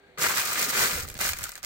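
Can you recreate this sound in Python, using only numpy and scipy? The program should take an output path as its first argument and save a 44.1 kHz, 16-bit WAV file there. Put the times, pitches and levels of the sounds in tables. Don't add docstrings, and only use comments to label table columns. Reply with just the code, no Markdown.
import sys
import numpy as np
from scipy import signal
from scipy.fft import rfft, irfft
from scipy.io import wavfile
from scipy.ndimage import uniform_filter1d

SR = 44100
rng = np.random.default_rng(int(sys.argv[2]) if len(sys.argv) > 2 else 0)


def voltage_ratio(decibels):
    exponent = np.asarray(decibels, float) / 20
    return 10 ** exponent


def persist_wave(psi):
    counts = np.round(np.clip(psi, -1, 1) * 32767).astype(np.int16)
    wavfile.write(sys.argv[1], SR, np.atleast_2d(counts).T)


N = 72765
T = np.arange(N) / SR
HZ = np.maximum(np.fft.rfftfreq(N, 1 / SR), 10)


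def unit(x):
    return x / np.sqrt(np.mean(x ** 2))


def across(table):
    a = np.array(table, float)
    return np.interp(np.log(HZ), np.log(a[:, 0]), a[:, 1])


def colour(x, table):
    edge = 1 / (1 + (table[0][0] / HZ) ** 6)
    return irfft(rfft(x) * voltage_ratio(across(table)) * edge, N)


def band(x, hz, width_hz):
    q = max(hz / width_hz, .3)
    return signal.lfilter(*signal.iirpeak(min(hz, .42 * SR), q, fs=SR), x)


def walk(rate_hz):
    hold = int(SR / rate_hz)
    steps = np.repeat(rng.standard_normal(N // 100), hold)[:N]
    return 1.23 * uniform_filter1d(steps, hold)


# f/Hz, likeness/0-1
LIKENESS = [(60, 0.96), (300, 0.74), (700, 0.83), (1500, 0.64), (4000, 0.01), (15000, 0)]


def pair():
    like = np.clip(across(LIKENESS), 0, 1)
    a, b = rfft(rng.standard_normal((2, N)))
    return irfft(np.array([a, like * a + np.sqrt(1 - like ** 2) * b]), N)


# f/Hz, level/dB
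FRIDGE = [(25, -30), (110, -45), (340, -39), (800, -16.5), (950, -29), (2300, -21.5), (2600, -29.5),
          (4500, -31), (4900, -45), (8500, -41.5), (9500, -51), (16000, -50)]
# f/Hz, level/dB, centre t/s, half length/s
HUM = [
    (399, -57, .045, .04),
    (380, -57, .14, .018),
    (1604, -57, .045, .014),
    (1610, -62, .09, .02),
]
FRIDGE_DB, LATE_DROP_DB = -61, -8


def fridge():
    hum = 0
    for hz, db, s, half_s in HUM:
        swell = np.exp(-((T - s) / half_s) ** 2)
        hum = hum + voltage_ratio(db) * swell * np.sin(2 * np.pi * hz * T)
    fan = unit(colour(pair(), FRIDGE)) * voltage_ratio(FRIDGE_DB + walk(20))
    return (fan + hum) * voltage_ratio(np.interp(T, [1.1, 1.45], [0, LATE_DROP_DB]))


# t/s, level/dB
SWAY = [
    (.785, -83),
    (.805, -52),
    (.9, -54),
    (1.0, -45),
    (1.1, -46.5),
    (1.3, -50.5),
    (1.45, -54),
    (1.53, -72),
    (1.65, -60),
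]
MOTOR_DB, MOTOR_HZ = -68.5, 75


def sway():
    swing = unit(band(band(pair(), 44.0, 120.0), 44.0, 120.0))
    motor = unit(band(band(pair(), MOTOR_HZ, 120.), MOTOR_HZ, 120.))
    return swing * voltage_ratio(np.interp(T, *np.array(SWAY).T)) + voltage_ratio(MOTOR_DB) * motor


# f/Hz, width/Hz, level/dB
DOOR = [(273, 210, 1.5), (393.5, 53, -1.5), (472.3, 52, 0)]
# t/s, level/dB
LOAD = [(.17, -61), (.2, -45), (.27, -39), (.45, -58.5), (.55, -54), (.614, -42), (.7, -43.5), (.72, -49),
        (.79, -41), (.89, -41.5), (.99, -44.5), (1.05, -52.5), (1.1, -48), (1.134, -59), (1.162, -47),
        (1.18, -59), (1.3, -52.5), (1.4, -70)]


def door():
    noise, body = pair(), 0
    for hz, width_hz, db in DOOR:
        ring = unit(band(band(noise, hz, width_hz), hz, 2 * width_hz))
        body = body + voltage_ratio(db + 2.6 * walk(25.03)) * ring
    return unit(body) * voltage_ratio(np.interp(T, *np.array(LOAD).T))


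# t/s, effort/dB, weight on shelf/dB
PUSHES = [
    [(0.174, -61, 14), (0.188, -43, 2), (0.217, -28, -5.5), (0.241, -28.5, 0.5), (0.345, -35.5, -5),
     (0.385, -28, -2), (0.44, -35.5, -3)],
    [(0.46, -32.5, -3.5), (0.54, -34, -3.5), (0.564, -37, 1), (0.596, -28.5, -6.5), (0.606, -31, -1.5),
     (0.626, -27.5, -4), (0.678, -37.5, -2.5), (0.7, -28.5, -5.5)],
    [(0.72, -37.5, -5), (0.742, -32.5, 0.5), (0.84, -25.5, -2.5), (0.9, -33, -3.5)],
    [(1.365, -44, -4), (1.445, -44, 1.5), (1.465, -45.5, -7), (1.487, -48, -1), (1.55, -57, -0.5),
     (1.565, -57, 5.5), (1.587, -56.5, -1), (1.619, -69, 2.5), (1.635, -48, 2), (1.65, -34, 0)],
]
# t/s, effort/dB, weight/dB
LULL = [
    (.93, -33.5, -4.5),
    (.99, -35.5, -3),
    (1.035, -42, -6),
    (1.07, -54.5, -2),
    (1.10, -52.5, -2),
    (1.125, -53.5, -3),
    (1.14, -59, 0),
    (1.165, -52.5, -3),
    (1.19, -50, -2.5),
]
# t/s, effort/dB, weight/dB
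SHOVE = [
    (1.199, -45, -2.5),
    (1.208, -31, 2),
    (1.232, -33.5, -3.5),
    (1.256, -29, -3.5),
    (1.283, -32.5, -2.5),
    (1.301, -33.5, -9),
    (1.325, -39.5, -1.5),
    (1.35, -49.5, 0),
]


def hand(col):
    rows = np.vstack(PUSHES + [LULL, SHOVE])
    rows = rows[np.argsort(rows[:, 0])]
    return np.interp(T, rows[:, 0], rows[:, col], left=-120)


SPARSE_BELOW_DB, EVEN_S = -34, 0.0295


def grains(rate_hz, spread_db, length_s):
    u, e = rng.random(N), rng.exponential(size=N)
    dense = np.clip(voltage_ratio(0.65 * (hand(col=1) - SPARSE_BELOW_DB)), .12, 1)
    size = voltage_ratio(2 * spread_db * np.minimum(e, 3.5))
    pops = (u < dense * rate_hz / SR) * size / dense
    power = signal.lfilter([1], [1, -np.exp(-2 / (length_s * SR))], pops)
    local = uniform_filter1d(power, int(EVEN_S * SR))
    return np.sqrt(power / (local + 0.11 * power.mean()))


# f/Hz, level/dB
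FILM = [(2500, 6.5), (3240, -1), (4500, 1), (7400, 3.5), (9000, 1.5), (10500, -4.5), (12000, 1),
        (15600, 1.5)]
CREASES_PER_S, CREASE_SPREAD_DB, CREASE_S = 3600, 3.1, .001
FILM_DB, FLUTTER_DB, FLUTTER_HZ = 3.5, 0.7, 60.36


def film():
    out, flutter_db = 0, FLUTTER_DB * walk(FLUTTER_HZ)
    for hz in (3200., 5500., 9000., 14000.):
        pops = pair() * grains(CREASES_PER_S / 4, CREASE_SPREAD_DB, CREASE_S)
        out = out + band(pops, hz, hz * 1.46) / np.sqrt(hz)
    shared = pair() * grains(CREASES_PER_S / 2, CREASE_SPREAD_DB, CREASE_S)
    creases = unit(colour(0.75 * unit(out) + shared, FILM))
    return creases * voltage_ratio(hand(col=1) + FILM_DB + flutter_db)


# f/Hz, level/dB
SHELF = [(71, -63), (120, -12.5), (332, -10.5), (382, -5.5), (559, -3), (942, -1.5), (1200, -11),
         (1400, 7.5), (3500, -5.5), (4550, -1), (7700, -120)]
# f/Hz, width/Hz, level/dB
TINS = [(537, 330, -9), (1200, 150, 7.5), (1400, 74, -17), (1814, 94, -6.5), (2020, 130, 3), (2400, 200, 0)]
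SLIPS_PER_S, SLIP_SPREAD_DB, SLIP_S = 780, -1.5, 0.0047
SHELF_DB, TINS_DB, RUMBLE_DB = -1, -3.5, -16.5


def scrape():
    slips = pair() * grains(SLIPS_PER_S, SLIP_SPREAD_DB, SLIP_S)
    tins = 0
    for hz, width_hz, db in TINS:
        ring = band(slips, hz, width_hz) / np.sqrt(width_hz)
        tins = tins + voltage_ratio(db + 2.05 * walk(30.12)) * ring
    rumble = band(band(pair(), 80.0, 190.0), 118.0, 220.0) * voltage_ratio(0.87 * walk(15))
    sound = unit(colour(slips, SHELF)) + voltage_ratio(TINS_DB) * unit(tins) + voltage_ratio(RUMBLE_DB) * unit(rumble)
    return sound * voltage_ratio(hand(col=1) + hand(col=2) + SHELF_DB)


# t/s, peak level/dB, f/Hz
THUDS = [(0.187, -35.5, 161), (0.282, -38.5, 93), (0.377, -38, 115), (0.729, -42, 138), (0.79, -43, 45),
         (0.816, -41, 173), (0.85, -38, 109), (0.929, -34, 172), (0.953, -30, 75), (0.99, -35, 110),
         (1.033, -29.5, 90), (1.071, -33, 49.6), (1.119, -55, 45), (1.155, -43, 128), (1.196, -42, 59.5),
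         (1.258, -35, 55.6), (1.3, -31.5, 80), (1.39, -36, 68.3), (1.418, -34, 100.3), (1.457, -42, 59),
         (1.486, -44, 39.8), (1.559, -56, 37.7), (1.64, -43, 61)]
THUD_DB, THUD_NOISE_DB = -6, -10.5
THUD_RISE_S, THUD_FALL_S = 0.0061, 0.019


def thuds():
    out, noise = 0, pair()
    chance = rng.random((len(THUDS), 2)) * [2 * np.pi, 1.2]
    for (s, db, hz), (phase, skew) in zip(THUDS, chance):
        t = np.maximum(T - s + 0.0036, 0)
        shape = (1 - np.exp(-t / THUD_RISE_S)) * np.exp(-t / THUD_FALL_S) * 2
        port_phase = np.array([[1.6 * skew - .6], [0]])
        swing = np.sin(2 * np.pi * hz * t + phase + port_phase)
        shake = unit(band(band(noise, 1.17 * hz, 5.1 * hz), 0.53 * hz, 5. * hz))
        out = out + voltage_ratio(db + THUD_DB) * shape * (swing + 0.37 * voltage_ratio(THUD_NOISE_DB) * shake)
    return out


# t/s, peak level/dB, centre f/Hz, shelf tap level/dB
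SNAPS = [(0.1923, -24, 8130, -20), (0.2086, -21, 2570, -42), (0.3716, -12, 7800, -20),
         (0.453, -16.5, 12000, -23), (0.5305, -15, 12000, -15), (1.0504, -45, 3740, -2),
         (1.0721, -32, 13000, -25), (1.0778, -30.5, 6020, -2), (1.0851, -23.5, 10000, -13),
         (1.0985, -24, 9500, -9), (1.1124, -34, 8200, -17), (1.14, -28, 12100, -11),
         (1.1516, -30, 3640, -1), (1.1672, -28.5, 4250, -6), (1.176, -29.5, 12500, -15),
         (1.189, -21, 7700, -4), (1.2113, -14, 9000, -6.5), (1.2493, -20.5, 7540, -1),
         (1.29, -13.5, 13600, -7), (1.332, -14.5, 4770, -11.5), (1.3858, -20.5, 12000, -22),
         (1.4293, -20.5, 8100, -15), (1.4384, -15, 8600, -23), (1.454, -29.5, 6400, -2),
         (1.491, -21, 8300, -13), (1.517, -25.5, 7900, -22), (1.5531, -25, 7540, -5.5),
         (1.5766, -36.5, 2500, 5.5), (1.629, -24, 7100, -9), (1.636, -24.5, 4760, -17),
         (0.183, -23, 6000, -11), (0.232, -10, 7160, -19), (0.2845, -25, 11000, -35),
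         (0.295, -18, 9000, -12), (0.357, -32, 9000, -24), (0.829, -19.5, 9050, 0),
         (0.999, -21, 13000, -27), (1.032, -29, 6500, -20), (1.0895, -39, 9050, -7),
         (1.129, -43, 5000, -11), (1.196, -24, 12500, -18), (1.435, -24.5, 12000, -31),
         (1.537, -36, 6000, -17), (1.5634, -34, 10000, -8), (1.5765, -32, 13000, -24),
         (1.5806, -34.5, 6540, -8), (1.6465, -19, 6000, -9)]
SNAP_S, SNAP_RISE_S, SNAP_LAG_S, SNAP_TAIL_S = .0013, .0004, .0011, 0.0064
SNAP_DB, SNAP_TAIL_DB, SNAP_BODY_DB = -6.5, -15.5, 0


def snaps():
    out, t = np.zeros((2, N + 4000)), T[:4000]
    noise = unit(colour(pair(), FILM))
    low = unit(colour(pair(), SHELF))
    rise = np.minimum(t / SNAP_RISE_S, 1)
    tail = voltage_ratio(SNAP_TAIL_DB) * np.exp(-t / SNAP_TAIL_S)
    for s, db, hz, tap_db in SNAPS:
        i = int((s + SNAP_LAG_S) * SR)
        j = min(i, N - 4000)
        hiss = noise[:, j:j + 4000]
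        crack = 1.99 * band(hiss, hz, 0.93 * hz) * np.exp(-t / SNAP_S)
        tap = low[:, j:j + 4000] * (np.exp(-t / (2.1 * SNAP_S)) + tail)
        sound = crack + tail * hiss + voltage_ratio(SNAP_BODY_DB + tap_db) * tap
        out[:, i:i + 4000] += voltage_ratio(db + SNAP_DB) * rise * sound
    return out[:, :N]


# t/s, peak level/dB, f/Hz
KNOCKS = [(0.185, -41, 1430), (0.227, -34, 1530), (0.238, -22, 1400), (0.254, -29.5, 1470),
          (0.262, -21, 1280), (0.292, -23.5, 1350), (0.302, -24, 1280), (0.317, -24, 1450),
          (0.337, -24, 1450), (0.363, -19.5, 1730), (0.379, -21.5, 1270), (0.397, -33, 1700),
          (0.529, -35, 1730), (0.556, -23, 1700), (0.574, -25, 1730), (0.593, -33.5, 1260),
          (0.693, -33, 1740), (0.725, -23, 1390), (0.776, -24, 1200), (0.798, -23.5, 1200),
          (0.82, -29, 1480), (0.856, -31, 1400), (0.907, -25, 2400), (1.462, -38, 1400)]
KNOCK_S, KNOCK_WIDTH, KNOCK_DB = 0.0042, 0.41, -5


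def knocks():
    out, noise = 0, pair()
    for s, db, hz in KNOCKS:
        t = np.maximum(T - s, 0) / KNOCK_S
        ring = unit(band(noise, hz, KNOCK_WIDTH * hz))
        out = out + voltage_ratio(db + KNOCK_DB) * t * np.exp(1 - t) * ring
    return out


# t/s, peak level/dB, f/Hz
PINGS = [
    (1.048, -34, 1285),
    (1.332, -28, 2400),
    (1.454, -31, 1440),
]
PING_S = 0.002


def pings():
    out = 0
    for s, db, hz in PINGS:
        t = np.maximum(T - s, 0)
        out = out + voltage_ratio(db) * 2 * t / PING_S * np.exp(-t / PING_S) * np.sin(2 * np.pi * hz * t)
    return out


ROOM_DB, ROOM_T60_S, ROOM_TREBLE_T60_S = -9, .13, .06


def kitchen(near):
    t = T[:12000]
    echo = rng.standard_normal((2, 12000)) * (t > .002)
    dull = uniform_filter1d(echo, size=7)
    tail = dull * voltage_ratio(-60 * t / ROOM_T60_S) + (echo - dull) * voltage_ratio(-60 * t / ROOM_TREBLE_T60_S)
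    tail = voltage_ratio(ROOM_DB) * tail / np.sqrt(np.sum(tail ** 2) / 2)
    return signal.fftconvolve(near, tail, axes=1)[:, :N]


def scene():
    near = film() + scrape() + snaps() + pings()
    return near + kitchen(near) + thuds() + fridge() + knocks() + door() + sway()


def roll_off(x):
    return signal.sosfilt(signal.butter(12, 17010, fs=SR, output="sos"), x)


# f/Hz, left minus right level/dB
PORTS = [(60, -4), (300, -1.5), (600, -5), (1300, 7), (2200, 4), (4000, -5.5), (8000, -0.5), (15000, -1.2)]
PORT_LAG_S, TOP_HZ = 6.2 / 44100, 15850


def record(dry):
    half = voltage_ratio(across(PORTS) / 2)
    lag = np.exp(-2j * np.pi * HZ * PORT_LAG_S)
    fade = np.minimum((T[::-1] + 1e-4) / .002, 1)
    x = irfft(rfft(dry * fade) * np.array([half * lag, 1 / half]), N)
    x = signal.sosfilt(signal.ellip(12, .3, 50, TOP_HZ, fs=SR, output="sos"), x)
    return roll_off(x)


dry = scene()
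out = record(dry)
persist_wave(out)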